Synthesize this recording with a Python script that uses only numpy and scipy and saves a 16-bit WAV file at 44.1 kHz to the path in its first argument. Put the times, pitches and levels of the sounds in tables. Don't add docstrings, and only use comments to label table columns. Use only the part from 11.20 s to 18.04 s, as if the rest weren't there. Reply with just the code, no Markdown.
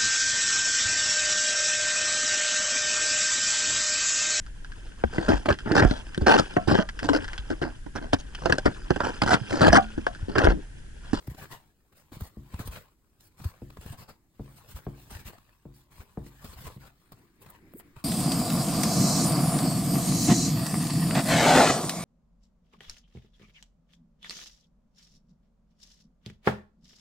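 import sys
import numpy as np
from scipy import signal
from scipy.fft import rfft, irfft
from scipy.io import wavfile
from scipy.ndimage import uniform_filter1d

SR = 44100
rng = np.random.default_rng(int(sys.argv[2]) if len(sys.argv) > 2 else 0)


def unload_wav(signal):
    wavfile.write(
        sys.argv[1],
        SR,
        np.round(np.clip(np.atleast_2d(signal).T, -1, 1) * 32767).astype(np.int16),
    )


N = 301644
TIME = np.arange(N) / SR
FREQ = np.maximum(np.arange(N // 2 + 1) * SR / N, 1)

# f/Hz, likeness (0 to 1), left minus right/dB
MIC_PORTS = [(80, 0.82, 0), (390, 0.9, 1), (950, 0.64, 4.5), (1680, 0.28, 6), (2720, 0, 4.5), (3160, 0, 2),
             (5460, 0.35, -1), (7800, 1, -0.5), (14800, 1, 0)]
# t/s, level/dB
AIR_LEVELS = [(0, -64), (.6, -68.5), (3.1, -67), (5.5, -75.5), (6.84, -84)]
WASH_LEVELS = [(0, -75), (5.4, -84), (6.0, -63), (6.4, -60.5), (6.84, -61)]
# f/Hz, level/dB
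AIR_SPECTRUM = [(20, -4), (50, 1), (100, -6.5), (200, -11), (340, -12.5), (550, -23.5), (1100, -31.5),
                (2500, -41), (6000, -34.5), (9000, -33), (15500, -35)]
WASH_SPECTRUM = [(40, -1), (100, -3), (230, -1.5), (350, 0), (600, -23), (1200, -24), (2300, -16.5),
                 (5000, -85)]
TICK_SPECTRUM = [(100, -11), (450, 32.5), (1100, 24), (2500, 12), (5000, -27), (9000, 13), (15700, 18)]
SNAG_SPECTRUM = [(150, 33.5), (500, 20.5), (1100, 19.5), (2000, 12.5), (4000, 8.5), (6300, -1), (8700, 2),
                 (11000, -1.5), (15700, -14)]
SIZZLE_SPECTRUM = [(5000, -30), (9000, 4), (12000, 1.5), (14500, 10), (15700, 2.5)]
HISS_SPECTRUM = [(1500, -1.5), (3000, 1), (4400, 6.5), (5200, 3.5), (6400, 1.5), (7600, 0.5), (8100, 1),
                 (8700, 10.5), (9500, 0), (11000, 2), (13000, 5.5), (15700, 6)]
RASP_SPECTRUM = [(150, 6), (300, 3), (550, 4.5), (780, 3.5), (1080, 6.5), (1380, 0), (1720, 2), (2100, -3),
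                 (2600, -2.5), (4000, -7.5), (8000, -30)]
RUMBLE_SPECTRUM = [(15, -63), (35, 5), (65, 1), (140, 0.5), (230, -11.5), (400, -38), (900, -27.5)]
# t/s, level/dB, treble cutoff/Hz
TABLE_BUMPS = [(1.167, -32.5, 330), (2.416, -31, 520), (3.193, -28.5, 710), (3.664, -24.5, 1060),
               (4.451, -36.5, 610), (4.971, -24.5, 900), (5.559, -34.5, 283)]
# f/Hz, relative level/dB, time to fade by 60 dB/s
TABLE_NOTES = [(53.8, 8, 0.63), (115.8, 7, 0.49), (137, 12.5, 0.51), (151.5, -31, .28), (211.4, 2.5, 0.51),
               (279.3, 1.5, 0.61), (349.3, 1.5, 0.48), (454, -4, 0.31), (677, -19, 0.092)]
# relative length, level/dB
TABLE_PATHS = [(0.999, 1), (1.75, -8), (2.499, -7), (3.601, -6)]
# t/s, level/dB, f/Hz, overtone relative to the main swing/dB
FABRIC_JERKS = [(0.078, -27, 112, -5), (0.089, -34, 68, -14), (0.112, -35, 140, -10),
                (0.921, -37.5, 258, -13), (.965, -37.5, 129, -6.5), (1.012, -27.5, 76.6, -4),
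                (1.337, -28.5, 80, -3), (1.396, -29, 102, -2.5), (1.453, -35.5, 92, -18),
                (1.478, -31, 60.6, -24), (2.212, -36, 133, -25), (2.251, -20, 82.3, -30),
                (2.581, -37, 69, -4), (2.654, -38, 78, -3.5), (2.700, -31.5, 109, -26),
                (3.539, -32.5, 63, -18), (3.947, -34, 80, -16), (4.05, -43, 83, -21),
                (4.790, -39.5, 76, -16), (5.282, -39.5, 69, -14), (5.356, -41, 62, -18),
                (5.473, -38.5, 78, -23), (5.934, -47, 114, -10), (6.765, -39, 112, -17)]
# t/s, level/dB, length/s, first f/Hz, last f/Hz
STRAND_PULLS = [(6.262, -51, 0.048, 70, 230), (6.542, -40.5, 0.0298, 123, 545)]
# t/s, level/dB
TIP_POPS = [(.076, -28.5), (1.009, -30), (1.394, -27), (1.475, -29), (2.505, -48), (2.663, -31.5),
            (5.244, -33), (5.921, -31.5), (6.537, -32), (6.598, -42)]
# t/s, level/dB, fade/s, hiss of freed fibres/dB
CATCHES = [(.073, -42, 0.0064, -49), (.149, -43.5, 0.0053, -53), (0.227, -44.5, .007, -60),
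           (0.726, -55, 0.01, -64), (0.921, -49, 0.039, -56), (1.009, -40.5, 0.0072, -46),
           (1.342, -36, 0.0064, -68), (1.393, -37, 0.014, -48), (1.476, -32.5, 0.0053, -45),
           (2.008, -61, 0.0035, -55.5), (2.202, -46, 0.0065, -62), (2.244, -37.5, 0.011, -44),
           (2.504, -39.5, .004, -58), (2.572, -40, 0.0049, -62), (2.613, -47, 0.0075, -51.5),
           (2.663, -43, .004, -60), (2.726, -42, 0.019, -55), (2.887, -49, 0.018, -55.5),
           (3.565, -46, 0.0079, -51), (3.909, -44, 0.015, -46.5), (4.184, -45.5, 0.0031, -64),
           (4.806, -45.5, 0.019, -60), (5.065, -41.5, 0.0041, -62), (5.246, -39, 0.013, -46.5),
           (5.469, -42, 0.011, -47), (5.922, -42, 0.0088, -54), (6.264, -44, 0.0072, -58),
           (6.599, -41.5, 0.0092, -59), (6.766, -46, 0.003, -62)]
# t/s, level/dB, build-up/s
METAL_SLIDES = [(6.224, -51.5, 0.0094), (6.301, -43, .003), (6.596, -45, 0.023)]
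# t/s, level/dB
TOUCH_LEVELS = [(0, -61.5), (.36, -64), (.55, -77.5), (1.1, -69.5), (1.6, -59), (1.76, -80.5), (2.15, -74),
                (2.6, -62.5), (3.08, -83.5), (3.24, -64), (3.85, -62.5), (4.4, -72.5), (4.68, -74.5),
                (5.2, -62), (5.78, -72), (6.0, -67), (6.12, -74), (6.84, -69.5)]
# t/s, length/s, hiss/dB, rasp/dB, f/Hz of the hollow between the fingers
HOOK_STROKES = [(0.087, 0.025, -52, -54, 1010), (0.167, 0.075, -51.5, -47.5, 1690),
                (0.298, 0.041, -48, -47, 1890), (0.743, 0.063, -60.5, -66.5, 1900),
                (0.917, 0.048, -54, -52.5, 2240), (0.987, 0.082, -54, -57, 2000),
                (1.309, 0.093, -57.5, -54, 2560), (1.389, 0.027, -48.5, -48.5, 1200),
                (1.447, 0.023, -46.5, -48, 1040), (1.506, .068, -51.5, -47, 1450),
                (1.991, 0.079, -60, -71, 1450), (2.169, .12, -53.5, -56, 1120),
                (2.285, 0.079, -75, -61.5, 1570), (2.6, .128, -54.5, -53.5, 2880),
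                (2.771, 0.056, -53.5, -53.5, 5050), (2.873, 0.024, -60, -51.5, 4820),
                (3.355, 0.029, -55.5, -62.5, 2780), (3.474, 0.046, -51, -57.5, 3000),
                (3.546, 0.032, -52.5, -52, 1390), (3.756, 0.075, -59, -64, 2620),
                (3.893, 0.066, -51, -49, 1520), (3.98, 0.031, -58, -52.5, 2300),
                (4.046, 0.04, -47.5, -49, 2720), (4.117, .03, -59, -55, 1210),
                (4.267, 0.063, -88, -65.5, 1060), (4.528, 0.086, -60, -73, 4950),
                (4.703, 0.12, -58, -60, 2210), (5.028, 0.049, -59.5, -62, 2930),
                (5.209, 0.13, -53, -55, 1150), (5.361, 0.064, -52, -55, 1490),
                (5.43, 0.043, -51.5, -45, 945), (5.496, 0.064, -63, -65.5, 4000),
                (5.596, 0.08, -57, -54.5, 1440), (6.204, 0.03, -59.5, -59, 870),
                (6.239, 0.12, -66, -58.5, 1920), (6.75, 0.049, -63.5, -53.5, 1146)]

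SNAG_BUILD_S, HISS_FADE_S, RASP_FADE_S = 0.0025, 0.016, 0.023


def undb(db):
    return 10 ** (np.asarray(db) / 20)


def unit(x):
    return x / np.sqrt(np.mean(x ** 2))


def noise():
    return rng.standard_normal((2, N))


def wander(rate):
    return 1.01 * np.interp(TIME * rate, np.arange(N // 8), rng.standard_normal(N // 8))


def add(track, s, sound):
    i = int(s * SR)
    track[..., i:i + sound.shape[-1]] += sound[..., :N - i]


def over_time(rows):
    s, db = np.transpose(rows)
    return undb(np.interp(TIME, s, db))


def over_pitch(rows):
    hz, *columns = np.transpose(rows)
    return [np.interp(np.log(FREQ), np.log(hz), c) for c in columns]


def bursts(rows):
    force = np.zeros(N)
    for s, db, build, fade in rows:
        near = slice(*np.searchsorted(TIME, [s - 10 * build, s + 10 * fade]))
        t = TIME[near] - s
        force[near] += undb(db) * np.exp(-np.abs(t) / np.where(t < 0, build, fade))
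    return force


def filtered(x, order, hz, kind="low"):
    return signal.sosfilt(signal.butter(order, hz, kind, fs=SR, output="sos"), x)


def stereo(pair, spectrum, treble_lag_s=.00026):
    shared, own = rfft(pair) * undb(over_pitch(spectrum)[0])
    likeness, side_db = over_pitch(MIC_PORTS)
    likeness = np.clip(likeness, 0, .995)
    lag = treble_lag_s * np.clip((FREQ - 1200) / 1200, 0, 1)
    right = (likeness * shared + np.sqrt(1 - likeness ** 2) * own) * np.exp(2j * np.pi * FREQ * lag)
    sides = np.array([shared * undb(side_db / 2), right * undb(-side_db / 2)])
    return unit(irfft(sides, N))


def lean_left(x, db=1.2):
    return x * undb(np.array([[db], [-db]]) / 2)


def background(waver_db=3.5):
    air = over_time(AIR_LEVELS) * stereo(noise(), AIR_SPECTRUM)
    wash = over_time(WASH_LEVELS) * stereo(noise(), WASH_SPECTRUM)
    return air + wash * undb(waver_db * wander(15))


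def walls(x, echo_db=-15, fade_s=0.37, dull_hz=4500):
    t = TIME[:SR // 2]
    tail = rng.standard_normal((2, len(t))) * 1000 ** (-t / fade_s) * (t > .005)
    tail /= np.sqrt(np.sum(tail ** 2) / 2)
    tail = filtered(tail, 1, dull_hz)
    return x + undb(echo_db) * signal.fftconvolve(x, tail, axes=1)[:, :N]


def knocks(spread=0.19, body_hz=60, tilt=1.36, ring_db=-23, echo_db=-17, echo_s=0.33):
    out, t = np.zeros((2, N)), TIME[:SR // 2]
    f = np.maximum(np.arange(len(t) // 2 + 1) * SR / len(t), 1)
    ratio = f / body_hz
    body = ratio ** 2 / (1 + ratio ** 2) * (1 + ratio) ** -tilt
    travel_s = spread / np.sqrt(f)
    for s, db, cutoff_hz in TABLE_BUMPS:
        paths = sum(undb(path_db) * np.exp(-2j * np.pi * f * travel_s * length * rng.normal(1, 0.028))
                    for length, path_db in TABLE_PATHS)
        waves = irfft(body * paths, len(t))
        ring = np.zeros(len(t))
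        for hz, note_db, fade_s in TABLE_NOTES:
            gain = undb(note_db + ring_db + rng.normal(0, 0.27))
            ring += gain * np.sin(2 * np.pi * (hz * t + rng.random())) * 1000 ** (-t / fade_s)
        middle, side = filtered(rng.standard_normal((2, len(t))), 1, [110, 420], "band")
        echo = undb(echo_db) * unit(middle + np.outer([0.9, -0.9], side)) * 1000 ** (-t / echo_s)
        onset = 1 - np.exp(-t / 0.0036)
        blow = waves / np.abs(waves).max() + (ring + echo) * onset
        blow = filtered(blow, 2, cutoff_hz)
        add(out, s, undb(db) * blow / np.abs(blow).max())
    return lean_left(out)


def thuds(swell_cycles=0.88, damping=2.4, overtone_ratio=2.35):
    out, t = np.zeros(N), TIME[:SR // 6]
    for s, db, hz, overtone_db in FABRIC_JERKS:
        for f, gain in ((hz, 1), (hz * overtone_ratio, undb(overtone_db))):
            age = f * t / swell_cycles
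            swell = (age * np.exp(1 - age)) ** damping
            add(out, s, -undb(db) * gain * swell * np.sin(2 * np.pi * f * t))
    return lean_left(out)


def twangs():
    out = np.zeros(N)
    for s, db, length, first_hz, last_hz in STRAND_PULLS:
        pull = np.linspace(0, 1, int(length * SR))
        phase = 2 * np.pi * np.cumsum(first_hz + (last_hz - first_hz) * pull) / SR
        add(out, s, undb(db) * np.sin(np.pi * pull ** 0.62) * np.sin(phase))
    return out


def ticks(trim_db=-7, build_s=.0002, fade_s=0.0013):
    force = bursts([(s, db + trim_db, build_s, fade_s) for s, db in TIP_POPS])
    return force * stereo(noise(), TICK_SPECTRUM)


def fibres(spectrum, rate, spread_db, smooth):
    slips = rng.random(N) < rate / SR
    sizes = undb(spread_db * np.minimum(rng.exponential(size=N), 4))
    return stereo(unit(noise() * slips * sizes) + smooth * noise(), spectrum)


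def shifting_gaps(x, depth_db=5):
    _, _, frames = signal.stft(x, SR, nperseg=1024)
    patches = rng.standard_normal(frames.shape[1:])
    for _ in range(2):
        patches = uniform_filter1d(patches, size=5, axis=0)
        patches = uniform_filter1d(patches, size=3, axis=1)
    gain = undb(depth_db * 2 * np.tanh(unit(patches) / 2))
    return unit(signal.istft(frames * gain, SR)[1][:, :N])


def sizzles(fade_s=0.0071):
    force = bursts([(s, db, build, fade_s) for s, db, build in METAL_SLIDES])
    return force * fibres(SIZZLE_SPECTRUM, rate=2000, spread_db=3.2, smooth=0.54)


def snags():
    force = bursts([(s, db, SNAG_BUILD_S, fade) for s, db, fade, _ in CATCHES])
    slips = fibres(SNAG_SPECTRUM, rate=1800, spread_db=1.7, smooth=0.86)
    return force * shifting_gaps(slips, depth_db=3.5)


def stalls(stall_s=0.018, dip_db=-2.5):
    caught = bursts([(s - stall_s / 2, 0, stall_s, stall_s / 2) for s, *_ in CATCHES])
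    return undb(dip_db * caught)


def stroke_force(length, fade_s, rise_s=.016, swell_db=3):
    t = TIME[:int((length + 10 * fade_s) * SR)]
    swell = undb(swell_db * np.minimum(t / length - 1, 0))
    fade = np.exp(-np.maximum(t - length, 0) / fade_s)
    return np.minimum(t / rise_s, 1) * swell * fade


def strokes():
    hiss, rasp = np.zeros((2, N))
    for s, length, hiss_db, rasp_db, _ in HOOK_STROKES:
        add(hiss, s, undb(hiss_db) * stroke_force(length, HISS_FADE_S))
        add(rasp, s, undb(rasp_db) * stroke_force(length, RASP_FADE_S))
    return np.array([hiss, rasp])


def hollows(ring_db=-8.5, sharpness=5.8):
    out = np.zeros((2, N))
    slips = fibres(RASP_SPECTRUM, rate=700, spread_db=1.1, smooth=0.37)
    for s, length, _, rasp_db, hz in HOOK_STROKES:
        force = stroke_force(length, RASP_FADE_S)
        drive = np.take(slips, int(s * SR) + np.arange(len(force)), axis=1, mode="wrap")
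        b, a = signal.iirpeak(hz, sharpness, SR)
        ring = signal.lfilter(b, a, signal.lfilter(b, a, drive))
        add(out, s, undb(rasp_db + ring_db) * force * unit(ring))
    return out


def rustle(touch_hiss_db=-2, judder_db=1.57, rumble_db=2, lurch_db=3.5):
    touch = np.outer(undb([touch_hiss_db, 0]), over_time(TOUCH_LEVELS))
    hiss_force, rasp_force = np.hypot(strokes(), touch)
    judder = undb(judder_db * wander(130)) * stalls()
    freed = bursts([(s, db, SNAG_BUILD_S, fade) for s, _, fade, db in CATCHES])
    fine = shifting_gaps(fibres(HISS_SPECTRUM, rate=4000, spread_db=1.6, smooth=0.88))
    coarse = shifting_gaps(fibres(RASP_SPECTRUM, rate=700, spread_db=2.93, smooth=1.0))
    lurch = undb(rumble_db + lurch_db * wander(25))
    rumble = np.sqrt(hiss_force * rasp_force) * lurch * stereo(noise(), RUMBLE_SPECTRUM)
    hiss = np.hypot(judder * hiss_force, freed) * fine
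    rasp = judder * (rasp_force * coarse + hollows())
    return hiss + rasp + rumble


def scene():
    handwork = rustle() + snags() + sizzles() + ticks() + twangs()
    return walls(handwork) + thuds() + knocks() + background()


def record(dry, top_hz=15950):
    return signal.sosfilt(signal.ellip(10, .2, 70, top_hz, fs=SR, output="sos"), dry)


dry = scene()
out = record(dry)
unload_wav(out)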